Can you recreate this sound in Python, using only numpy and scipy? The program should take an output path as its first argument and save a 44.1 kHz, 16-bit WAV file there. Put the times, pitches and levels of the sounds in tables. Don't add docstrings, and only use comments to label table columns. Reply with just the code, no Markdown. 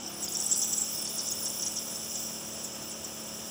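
import sys
import numpy as np
from scipy import signal
from scipy.fft import rfft, irfft
from scipy.io import wavfile
from scipy.ndimage import uniform_filter1d

SR = 44100
rng = np.random.default_rng(int(sys.argv[2]) if len(sys.argv) > 2 else 0)


def boost_factor(decibels):
    exponent = np.asarray(decibels, float) / 20
    return 10 ** exponent


def store_wav(level_fs):
    pcm = np.round(np.clip(np.atleast_2d(level_fs), -1, 1) * 32767)
    wavfile.write(sys.argv[1], SR, pcm.T.astype(np.int16))


N = 154350
T = np.arange(N) / SR


def rms_one(x):
    return x / np.sqrt(np.mean(np.abs(x) ** 2) + 1e-20)


def in_time(rows):
    s, *columns = np.transpose(rows)
    return [np.interp(T, s, c) for c in columns]


def drift(rate_hz):
    r = np.exp(-40 * np.pi * rate_hz / SR)
    noise = rng.standard_normal(N // 20 + 4002)
    slow = signal.lfilter([1], [1, -2 * r, r * r], noise)[4000:]
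    return np.interp(np.arange(N) / 20, np.arange(len(slow)), rms_one(slow))


def resonance(x, hz, width_hz):
    r = np.exp(-np.pi * width_hz / SR)
    gain = (1 - r * r) / 2
    return signal.lfilter([gain, 0, -gain], [1, -2 * r * np.cos(2 * np.pi * hz / SR), r * r], x)


def steep(x, hz, width_hz):
    return resonance(resonance(x, hz, 1.55 * width_hz), hz, 1.55 * width_hz)


def cored(hz, width_hz):
    broad = steep(rng.standard_normal(N), hz, width_hz)
    core = resonance(broad, hz, width_hz / 3)
    return rms_one(rms_one(broad) + 0.6 * rms_one(core))


def wander(x, shift_hz):
    return np.real(signal.hilbert(x) * np.exp(2j * np.pi * np.cumsum(shift_hz) / SR))


def whistle(hz, width_hz):
    r = np.exp(-np.pi * width_hz / SR)
    noise = rng.standard_normal((2, 2000))
    band = rms_one(signal.lfilter([1], [1, -2 * r, r * r], noise[0] + 1j * noise[1]))
    band = band[::-1][:len(hz)]
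    even = rms_one(band / np.abs(band) ** .6)
    return np.real(even * np.exp(2j * np.pi * np.cumsum(hz) / SR))


# (multiple of shaft speed, level/dB)
SHAFT_ORDERS = [(2, -15), (3.98, -10.5), (4.98, -6.5), (5.983, 1), (8.03, -9), (9.01, -6), (13.03, -16),
                (11, -10), (13.97, -12), (15.97, -10.5), (19, -31), (3.004, -20.5), (23, -17), (25.1, -14),
                (26, -12.5), (35, -13)]


def shaft_hum(turns):
    out = np.zeros(N)
    for order, db in SHAFT_ORDERS:
        level = boost_factor(-53 + db + 0.8 * drift(2))
        out += level * np.sin(2 * np.pi * (order * turns + rng.random()))
    return np.sqrt(2) * out


# (multiple, level/dB, from t/s, to t/s)
BOARD_ORDERS = [
    (10, -57, 0.036, 0.41),
    (10, -63.5, 0.015, 4),
    (20, -56.5, 0, .45),
    (21.2, -57.5, 0, .2),
    (21.9, -60, .2, 0.86),
    (22.03, -66, 0, 4),
    (14.9, -57, 1.217, 3.6),
    (14.87, -64, .2, 1.22),
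    (17.9, -60, 0.92, 4.2),
]


def board_hum(turns):
    fade_s = .07
    out = boost_factor(-76.5) * np.sin(2 * np.pi * 48.5 * T)
    for order, db, start, end in BOARD_ORDERS:
        fade = np.clip(np.minimum(T - start, end - T) / fade_s + .5, 0, 1)
        out += boost_factor(db) * fade * np.sin(2 * np.pi * order * turns)
    return np.sqrt(2) * out


# (f/Hz, level/dB per Hz)
BODY_TONE = [(30, -38), (64, -28), (80, -9), (200, -7.5), (560, -9), (1540, -17), (4600, -24), (6000, -17)]
# (f/Hz, width/Hz, level/dB)
HOUSING_RINGS = [(1270, 315, -60.5), (2362, 210, -62), (2952, 410, -54)]


def rattle(turns):
    hz, db = np.transpose(BODY_TONE)
    f = np.arange(N // 2 + 1) * SR / N + 1
    tone = boost_factor(np.interp(np.log(f), np.log(hz), db)) * (f < hz[-1])
    body = rms_one(irfft(rfft(rng.standard_normal(N)) * tone, N))
    body = boost_factor(-47.5 + 1.04 * drift(23.5)) * body
    out = body - 0.31 * resonance(body, 2080, 570)
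    for ring_hz, width_hz, ring_db in HOUSING_RINGS:
        out += boost_factor(ring_db) * rms_one(steep(rng.standard_normal(N), ring_hz, width_hz))
    throb = 1 + 0.07 * (np.cos(6 * np.pi * turns) + np.cos(2 * np.pi * turns))
    return out * throb


# (t/s, turns per s)
SHAFT_SPEED = [(0, 40), (.04, 39.5), (.085, 33.6), (.14, 34.0), (.28, 35.05), (.42, 35.8), (.56, 36.05),
               (.78, 36.4), (.99, 36.4), (1.4, 36.85), (2.0, 36.95), (2.9, 36.95), (3.1, 36.6), (3.5, 36.6)]


def pump():
    turns = np.cumsum(in_time(SHAFT_SPEED)[0]) / SR
    return shaft_hum(turns) + board_hum(turns) + rattle(turns)


# (t/s, length/s, level/dB)
NOZZLE_SWELLS = [(.245, .012, 3), (.286, .026, 5), (0.337, 0.012, 5), (.372, .01, 3), (0.405, .007, -1),
                 (0.433, .025, 2), (0.463, .014, 1), (.482, .08, -10), (.568, .021, 5), (0.597, .013, 3),
                 (.645, .016, 3), (.669, .03, 2.5), (1.052, 0.036, -10), (1.153, .008, 7),
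                 (1.183, 0.03, -8), (1.272, .028, -7), (1.462, .018, -5), (2.82, .08, 5), (1.303, .01, 2),
                 (1.318, .03, -7), (1.40, .016, 2), (1.63, 0.062, -6), (1.74, .052, -4), (1.793, .02, 2),
                 (0.21, .03, -7), (0, 0.066, -3), (.1, .11, -2)]


def nozzle():
    out = np.zeros(N)
    for s, length, db in NOZZLE_SWELLS:
        out[int(s * SR):int((s + length) * SR)] = db
    return uniform_filter1d(out, size=90)


# (t/s, level/dB, mask turned to the microphone/dB, froth in the cup/dB)
JET_COURSE = [(0, -44, 0, -14), (.09, -47, -5.5, -2.5), (.13, -48.5, -3.5, 3), (.27, -42.5, -2, 3),
              (.36, -40.5, -1.5, -10), (.46, -37.5, -0.5, 0), (.63, -35.5, 2.5, -2.5), (.8, -37, 3.5, -0.5),
              (1.04, -41.5, -5, -2), (1.5, -40.5, -3, 1), (1.85, -41, -0.5, -0.5), (2.24, -41, -1, -3),
              (2.45, -43.5, -0.5, -2), (2.79, -44, -1, -5.5), (3.13, -45, -1, -3), (3.5, -44, -2, -3.3)]
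# (f/Hz, width/Hz, level/dB, share of turn, share of froth)
CUP_RESONANCES = [(3470, 510, -16, -0.83, .01), (5333, 370, -4.5, -0.95, .01), (5800, 175, -5, 0.042, .01),
                  (6160, 310, -9, 0.16, .01), (6700, 240, -12, -0.1, 0.06), (7300, 444, -6, 0.44, .01),
                  (7720, 266, -5.5, .99, .01), (8610, 1160, -10.5, -1.04, 0.19),
                  (10157, 600, -6, -0.56, 0.88), (11400, 2400, -23.5, -0.57, 0.54),
                  (13960, 380, -18, -0.65, 0.44), (14900, 820, -6, -0.63, 0.69),
                  (15240, 290, -11.5, 0.55, .99)]


def jet():
    flicker_hz = 25.3
    middle_from_hz, top_from_hz = 8500, 12500
    level_db, turn_db, froth_db = in_time(JET_COURSE)
    shared_db = 0.5 * drift(flicker_hz) - 11 * np.exp(-((T - .274) / .008) ** 4)
    restless = .4 + .6 * np.exp(-(T / 1.5) ** 2)
    film, top_db = closed(), nozzle()
    tipped = -.04 * np.clip((.24 - T) / .07, 0, 1)
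    out = np.zeros(N)
    for hz, width_hz, db, turn, froth in CUP_RESONANCES:
        middle = middle_from_hz < hz < top_from_hz
        flicker_db = 2.5 * (hz / 6000) ** np.log2(1.54)
        band_db = db + turn * turn_db + froth * froth_db + shared_db
        band_db = band_db + restless * flicker_db * drift(flicker_hz)
        band_db = band_db + film * (-9 * middle + 3.5 * (hz < 4000))
        band_db = band_db + top_db * (hz > top_from_hz)
        shift_hz = hz * (.005 * drift(6) + tipped * middle)
        out += boost_factor(band_db) * wander(cored(hz, width_hz), shift_hz)
    return boost_factor(level_db) * out


# (t/s, peak level/dB, start f/Hz)
FILM_BURSTS = [(.061, -28, 5800), (.244, -42, 9000), (.277, -27.5, 3270), (.283, -30, 5120),
               (.334, -18.5, 8660), (0.369, -17.5, 7850), (0.4, -14.5, 7300), (.411, -18, 7370),
               (0.423, -19, 6220), (.457, -30, 9850), (.779, -25, 7600), (0.818, -15.5, 7530),
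               (0.645, -25, 9560), (1.075, -27, 6100), (1.205, -22, 5630), (1.285, -19, 6760),
               (1.330, -27, 8030), (1.479, -17.5, 8460), (1.597, -22.5, 5650), (1.634, -17, 5270),
               (1.679, -21, 6700)]


def bursts(out):
    length_s, top_hz = .007, 11500
    u = np.arange(int(length_s * SR)) / SR / length_s
    shape = np.clip(u / 0.035, 0, 1) * (1 - u) ** 1.1
    for s, db, hz in FILM_BURSTS:
        path = hz * (top_hz / hz) ** u ** 2.2
        i = int(s * SR)
        out[i:i + len(u)] += boost_factor(db - 6.5) * shape * whistle(path, 800)


# (t/s, peak level/dB, f/Hz, length/s)
DROP_FLARES = [(0.23, -25, 6800, 0.022), (0.364, -29, 6048, 0.0047), (0.44, -21, 7600, .007),
               (0.46, -9, 8160, 0.0089), (0.51, -12, 7380, 0.016), (0.52, -11, 7700, 0.014),
               (0.557, -9, 8480, 0.0096), (.585, -20, 7600, 0.017), (0.57, -11.5, 8450, 0.017),
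               (0.728, -11, 7380, 0.0057), (0.27, -29, 6700, 0.0089), (1.06, -26, 4750, .025),
               (1.192, -26, 4750, 0.024), (.54, -26, 4800, 0.022), (1.5, -16, 7300, 0.0052),
               (1.67, -22, 5900, .006), (1.784, -22.5, 5500, .007), (1.79, -30, 10000, .006),
               (0.47, -18, 8500, 0.0085), (.135, -33, 9700, .014), (0.29, -33, 11000, .008),
               (1.65, -29, 10200, .01), (0.071, -32, 5800, .012), (0.072, -30, 5500, .012),
               (.38, -25, 6800, .01), (0.278, -17, 4960, 0.01), (1.315, -16.5, 6700, 0.016),
               (1.428, -25.5, 10000, 0.011), (1.073, -18.5, 6400, 0.0076)]


def flares(out):
    for s, db, hz, length in DROP_FLARES:
        u = np.arange(int(length * SR)) / SR / length
        i = int(s * SR)
        out[i:i + len(u)] += boost_factor(db - 10) * np.sin(np.pi * u ** 0.78) * whistle(hz + 0 * u, 480)


# (t/s, f/Hz)
FALL_START = [(0, 9180), (.7, 9620), (1.0, 13000), (1.35, 13000), (1.6, 9500), (2.1, 10500), (3.5, 11060)]
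# (t/s, peak level/dB, end f/Hz, length/s)
FILM_FALLS = [(0.219, -21, 7300, .028), (0.256, -23.5, 5800, 0.01), (0.319, -19, 6600, 0.0099),
              (0.345, -18, 5510, 0.017), (0.38, -24, 7540, .010), (0.516, -20.5, 5800, .028),
              (0.543, -34, 5700, .010), (0.615, -14.5, 5910, 0.021), (0.637, -31, 6000, .015),
              (0.725, -18.5, 5290, .018), (0.774, -15.5, 7300, .016), (0.808, -16.5, 7300, .018),
              (1.021, -18.5, 7430, 0.0087), (1.047, -19.5, 6400, 0.011), (1.178, -18.5, 5410, 0.021),
              (1.268, -20, 5620, .018), (1.312, -23.5, 6700, .012), (1.453, -18, 5460, 0.021),
              (1.618, -17.5, 5640, .014), (1.658, -17, 5730, .015), (1.757, -18.5, 5700, .025),
              (2.147, -19.5, 6800, 0.017), (2.193, -22, 7200, .012), (2.231, -27, 7500, .010),
              (2.637, -22.5, 7000, .022), (2.893, -31.5, 9060, 0.026), (2.906, -25.5, 6980, 0.0208),
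              (3.042, -22.5, 5880, 0.016)]


def falls(out):
    lead_s, rise_s = .001, .0035
    for s, db, hz, length in FILM_FALLS:
        u = np.arange(int((lead_s + 1.5 * length) * SR)) / SR
        shape = np.clip(u / rise_s, 0, 1) * np.clip((u[-1] - u) / length, 0, 1)
        start_hz = np.interp(s, *np.transpose(FALL_START))
        path = hz * (start_hz / hz) ** np.exp(-u / (.0032 + .1 * length))
        spray = boost_factor(-8.5) * whistle(7500 + 0 * u, 4500)
        i = int((s - lead_s) * SR)
        out[i:i + len(u)] += boost_factor(db - 11.5) * shape * (whistle(path, 1050) + spray)


def closed():
    out = np.zeros(N)
    for s, _, _, length in FILM_FALLS:
        out[int((s + .004) * SR):int((s + 1.3 * length) * SR)] = 1
    return uniform_filter1d(out, size=200)


def sputters():
    out = np.zeros(N)
    bursts(out)
    flares(out)
    falls(out)
    rung = np.zeros(N)
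    for k, (hz, width_hz, db, _, _) in enumerate(CUP_RESONANCES):
        rung += (-1) ** k * boost_factor(db) * resonance(out, hz, width_hz)
    soft = signal.sosfilt(signal.butter(1, [4300, 13000], "band", fs=SR, output="sos"), out)
    return boost_factor(-1.5) * soft + boost_factor(11) * rung


def room(x):
    t60_s = 0.18
    t = np.arange(SR // 4) / SR
    tail = rng.standard_normal(len(t)) * boost_factor(-60 * t / t60_s) * (t > .003)
    return signal.fftconvolve(x, tail / np.sqrt(np.sum(tail ** 2)))[:N]


def scene():
    spit = sputters()
    hiss = boost_factor(-69) * rng.standard_normal(N)
    mono = pump() + jet() + spit + boost_factor(-12) * room(spit) + hiss
    return np.array([mono, mono])


def top_cut(x):
    return signal.sosfilt(signal.butter(12, 16750, fs=SR, output="sos"), x)


def record(dry):
    cut = signal.sosfilt(signal.ellip(14, .5, 80, 15850, fs=SR, output="sos"), dry)
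    return top_cut(cut)


dry = scene()
out = record(dry)
store_wav(out)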